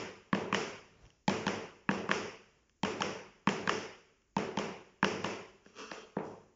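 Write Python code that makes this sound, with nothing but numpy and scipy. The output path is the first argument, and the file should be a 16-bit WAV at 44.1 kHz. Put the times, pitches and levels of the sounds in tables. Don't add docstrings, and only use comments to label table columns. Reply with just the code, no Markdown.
import sys
import numpy as np
from scipy import signal
from scipy.fft import rfft, irfft, next_fast_len
from scipy.io import wavfile
from scipy.ndimage import uniform_filter1d

SR = 44100
rng = np.random.default_rng(int(sys.argv[2]) if len(sys.argv) > 2 else 0)


def store_pcm(level_fs):
    pcm = np.round(np.clip(level_fs, -1, 1) * 32767).astype(np.int16)
    wavfile.write(sys.argv[1], SR, np.atleast_2d(pcm).T)


N = 288899
T = np.arange(N) / SR
HZ = np.fft.rfftfreq(2 * SR, 1 / SR) + 1e-3
NEAR, FAR, ASIDE = 0, 1, 2

# (pitch [Hz], width [Hz], near level [dB], far level [dB])
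HEEL_TONES = [(260, 130, 0.5, -4), (1120, 200, 11.5, 15.5), (1750, 190, 14.5, 10.5), (2760, 630, 9, 7),
              (3260, 510, 6, 8.5), (5230, 770, -4, 0.5), (6700, 550, -16, -8)]
# (frequency [Hz], level [dB])
HEEL_TO_ROOM = [(100, -12), (280, -3), (430, 17.5), (720, -2.5), (1150, 4.5), (2000, 2), (2800, 2.5),
                (3300, -3), (4000, -20), (4700, -5.5), (5500, 0), (7200, -12)]


def amp(db):
    return 10 ** (np.asarray(db) / 20)


def unit(x):
    return x / np.sqrt(np.mean(x ** 2) + 1e-20)


def along(points, hz):
    freqs, values = np.transpose(points)
    return np.interp(np.log(hz + 1), np.log(freqs + 1), values)


def filtered(x, response):
    size = next_fast_len(len(x) + SR // 2)
    return irfft(rfft(x, size) * response(np.fft.rfftfreq(size, 1 / SR)), size)[:len(x)]


def causal(gain):
    cepstrum = irfft(np.log(np.maximum(gain, 1e-6)))
    cepstrum[1:SR] *= 2
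    cepstrum[SR + 1:] = 0
    return np.exp(rfft(cepstrum))


def resonances(tones, hz):
    return sum((-1) ** k * amp(db) * 1j * hz * width / (pitch ** 2 - hz ** 2 + 1j * hz * width)
               for k, (pitch, width, db) in enumerate(tones))


def at_spot(tones, spot):
    return [(hz, width, levels[spot]) for hz, width, *levels in tones]


def add(track, s, sound):
    start = round(s * SR)
    part = sound[max(-start, 0):N - start]
    track[max(start, 0):][:len(part)] += part


def swell(peak_s, db, rise_db_per_s, fall_db_per_s):
    return amp(db - rise_db_per_s * np.maximum(peak_s - T, 0) - fall_db_per_s * np.maximum(T - peak_s, 0))


def contact(hardness, pivot_hz, weight_db=0):
    octaves = np.log2(np.clip(HZ, 900, 7000) / pivot_hz)
    return amp(hardness * octaves + weight_db / (1 + (HZ / 280) ** 6))


def knock(tones, force, travel_s, rattle_db, rattle_fade_s=0.021):
    struck = np.array(tones, float)
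    struck[:, 2] += rng.standard_normal(len(struck))
    bending = np.exp(-4j * np.pi * travel_s * np.sqrt(1000 * (HZ + 300)))
    bounces = rng.standard_normal(SR) * amp(-60 * T[:SR] / rattle_fade_s)
    rattle = rfft(bounces / np.linalg.norm(bounces), 2 * SR) * HZ / (HZ + 1400)
    return irfft(resonances(struck, HZ) * causal(force) * bending * (1 + amp(rattle_db) * rattle))[:SR]


def room_tail(walls, gap_s, build_s, same_share=0.48):
    # (frequency [Hz], time to fade by 60 dB [s])
    ring_times = [(100, 1), (200, 0.75), (420, 0.65), (1000, 0.83), (2500, 0.89), (7000, 0.79)]
    noise = np.sqrt(same_share) * walls + np.sqrt(1 - same_share) * rng.standard_normal(SR)
    hz, t, bands = signal.stft(noise, SR, nperseg=256)
    fade = amp(-60 * t / along(ring_times, hz)[:, None])
    tail = signal.istft(bands * fade, SR, nperseg=256)[1][:SR]
    tail *= 1 - np.exp(-np.maximum(T[:SR] - gap_s, 0) / build_s)
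    return tail / np.linalg.norm(tail)


def echo(to_room, force, tail):
    return irfft(causal(amp(along(to_room, HZ)) * force) * rfft(tail, 2 * SR))[:SR]


def sole(walls, db, room_db, hardness, weight_db, spot):
    # (pitch [Hz], width [Hz], near level [dB], far level [dB], side level [dB])
    board_tones = [(192, 27.5, 25.5, 27, 24.5), (332, 74, 12, 12.5, 18), (455, 70, 10, 12, 18.5),
                   (626, 93, 6.5, 12, 15.5), (870, 78, 14.5, 22, 16), (1098, 142, 17.5, 7.5, 9),
                   (1656, 200, 12.5, 5, 11), (2606, 220, 3, 0, -7.5), (3160, 97, -4, 3, -11.5),
                   (5500, 1800, -19.5, -31.5, -17.5)]
    # (frequency [Hz], level [dB])
    board_to_room = [(40, -24), (80, 1), (102, 12), (125, 4), (195, 16), (275, 11.5), (370, 16),
                     (460, 14.5), (720, 7.5), (930, 8.5), (1400, -0.5), (2700, -2), (4000, -15.5),
                     (6000, -14)]
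    force = contact(hardness, pivot_hz=950, weight_db=weight_db)
    slap = knock(at_spot(board_tones, spot), force, travel_s=0.0013, rattle_db=2.5)
    bass_db = 0.48 * (db - room_db)
    drive = contact(0.76 * hardness, pivot_hz=950, weight_db=weight_db + bass_db)
    room = echo(board_to_room, drive, room_tail(walls, gap_s=0.011, build_s=0.0024)) + boom()
    return amp(db) * slap + amp(room_db) * room


def boom(gain_db=-45, rise_s=0.033):
    # (pitch [Hz], level [dB], time to fade by 60 dB [s])
    room_notes = [(153.6, -9, 1), (196.7, -5, 0.94), (360, -2.5, 0.86), (378.4, 0, 0.9), (394.3, -3, 1),
                  (438, 3, 0.71), (449.5, -1, 0.75), (552, -5, 0.89), (631, -11, 0.74)]
    t = T[:SR]
    waves = sum(amp(db - 60 * t / fade_s) * np.sin(2 * np.pi * (hz * t + rng.random()))
                for hz, db, fade_s in room_notes)
    return amp(gain_db) * waves * (1 - np.exp(-t / rise_s))


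def heel(walls, db, spot):
    force = contact(hardness=-0.29 + 0.093 * db, pivot_hz=2060)
    crack = knock(at_spot(HEEL_TONES, spot), force, travel_s=0.00052, rattle_db=1 + 4 * spot)
    room = echo(HEEL_TO_ROOM, np.sqrt(force), room_tail(walls, gap_s=0.0031, build_s=0.009))
    crack_db = -1 - 5.5 * spot
    return amp(db) * (amp(crack_db) * crack + room)


def stamps(walls):
    # (time [s], sole level [dB], sole hardness [dB per octave],
    # heel delay [s], heel level [dB], spot)
    blows = [(-0.11, -5, 3, 0.014, -1, FAR), (0.3289, -1.5, -0.5, 0.02, -11, NEAR),
             (0.526, -4.5, 3.5, .0198, 1, NEAR), (1.2793, 0, 2, 0.016, -3, FAR),
             (1.4664, -6.5, 1, 0.013, -3, FAR), (1.8898, -0.5, -.5, 0.022, -6.5, NEAR),
             (2.0906, -7.5, 2.5, 0.023, 1, NEAR), (2.8327, -4, 1.5, 0.016, -5, FAR),
             (3.0057, -9, 1.5, 0.014, -1.5, FAR), (3.4721, -0.5, 2, .0177, -5, NEAR),
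             (3.6742, -8.5, 2.5, .0196, 0.5, NEAR), (4.3654, -3.5, -0.4, 0.016, -8.5, FAR),
             (4.5724, -7, 1, 0.015, -5.5, FAR), (5.0277, -1, 0.5, .0171, 0, NEAR),
             (5.2417, -13, 2, 0.003, -5, FAR)]
    out = np.zeros(N)
    for s, sole_db, hardness, delay_s, heel_db, spot in blows:
        room_db = 2.05 + 0.26 * sole_db
        add(out, s, sole(walls, sole_db, room_db, hardness, weight_db=1.7, spot=spot))
        add(out, s + delay_s, heel(walls, heel_db, spot))
    return out


def room_air(level_db=-70):
    # (frequency [Hz], level [dB])
    hush = [(12, -27.5), (20, -9), (59, 1), (71, -13), (102, -7), (113, -19), (226, -12.5), (320, -12.5),
            (903, -34.5), (2680, -34), (4090, -36), (6870, -23.5), (7400, -27), (9620, -63.5),
            (16300, -120)]
    return amp(level_db) * unit(filtered(rng.standard_normal(N), lambda hz: amp(along(hush, hz))))


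def board_groan(resting_db=-82):
    # (time [s], level [dB])
    shifts = [(1.05, -56), (2.58, -69)]
    low_tones = [(90, 220, -0.63), (185, 62, -0.37)]  # (pitch [Hz], width [Hz], level [dB])
    groan = unit(filtered(rng.standard_normal(N), lambda hz: resonances(low_tones, hz)))
    load = sum(swell(s, db, rise_db_per_s=73, fall_db_per_s=130.5) for s, db in shifts)
    return (amp(resting_db) + load) * groan


def rub(hardness, slips_per_s=1200):
    # (pitch [Hz], width [Hz], level [dB])
    rub_tones = [(233, 30, -1), (443, 40, 4), (1220, 190, -4), (1760, 350, -11.5), (2670, 290, -9.5),
                 (3270, 300, -12.5), (5600, 1300, -15.5)]
    slips = (rng.random(N) < slips_per_s / SR) * rng.standard_normal(N)
    colour = lambda hz: resonances(rub_tones, hz) * amp(hardness * np.log2(np.clip(hz, 200, 7000)))
    return unit(filtered(slips, colour))


def slides(walls, direct_db=-5, room_db=-1):
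    # (time of fastest slip [s], level [dB], hardness [dB per octave])
    strokes = [(1.021, -60.5, 4.5), (2.579, -65, -3.5), (5.664, -54.5, 1.5), (5.778, -39.5, 0.2),
               (5.803, -39.5, -0.8), (5.923, -42.5, -0.1), (6.255, -53.5, 6.5)]
    scuffs = sum(rub(hardness) * swell(s, db, rise_db_per_s=559.5, fall_db_per_s=330)
                 for s, db, hardness in strokes)
    room = signal.fftconvolve(scuffs, room_tail(walls, gap_s=0.0055, build_s=0.0024))[:N]
    return amp(direct_db) * scuffs + amp(room_db) * room


def ticks(walls):
    # (time [s], level [dB])
    touches = [(1.0535, -34), (1.0640, -33), (1.1030, -29), (2.6950, -35), (4.2188, -43), (5.2620, -20),
               (5.8110, -23)]
    out = np.zeros(N)
    force = contact(hardness=7.3, pivot_hz=3050)
    for s, db in touches:
        room = echo(HEEL_TO_ROOM, force, room_tail(walls, gap_s=0.01, build_s=0.005))
        tick = knock(at_spot(HEEL_TONES, NEAR), force, travel_s=0.0013, rattle_db=-4)
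        add(out, s, amp(db) * (tick + amp(-5.5) * room))
    return out


def steps(walls, room_boost_db=4):
    # (time [s], level [dB], hardness [dB per octave], bass from body weight [dB])
    landings = [(5.6604, -29.5, 2.5, 8.5), (5.9146, -14.5, 2.5, -6.5), (6.1664, -6, -7, 1),
                (6.186, -15, -4.5, -7)]
    out = np.zeros(N)
    for s, db, hardness, weight_db in landings:
        add(out, s, sole(walls, db, db + room_boost_db, hardness, weight_db, ASIDE))
    return out


def scene():
    walls = rng.standard_normal(SR)
    return (stamps(walls) + steps(walls) + ticks(walls) + slides(walls) + room_air() + board_groan())[None]


def suppressor(x, depth_db=6, threshold_db=15):
    bands = signal.stft(x, nperseg=512)[2]
    power = uniform_filter1d(np.abs(bands) ** 2, size=5, axis=0)
    power = uniform_filter1d(power, size=4, axis=1)
    level = np.sqrt(np.abs(power)) + 1e-12
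    floor = np.percentile(level, 10, axis=1, keepdims=True)
    closed = 1 / (1 + (level / (floor * amp(threshold_db))) ** 4)
    return signal.istft(bands * amp(-depth_db * closed), nperseg=512)[1][:N]


def record(dry, top_hz=7330, leak_hz=11200, leak_db=-37):
    below = lambda hz, edge: 1 / np.sqrt(1 + (hz / edge) ** 150)
    treble_cut = lambda hz: below(hz, top_hz) + amp(leak_db) * below(hz, leak_hz)
    return filtered(suppressor(dry[0]), treble_cut)[None]


dry = scene()
out = record(dry)
store_pcm(out)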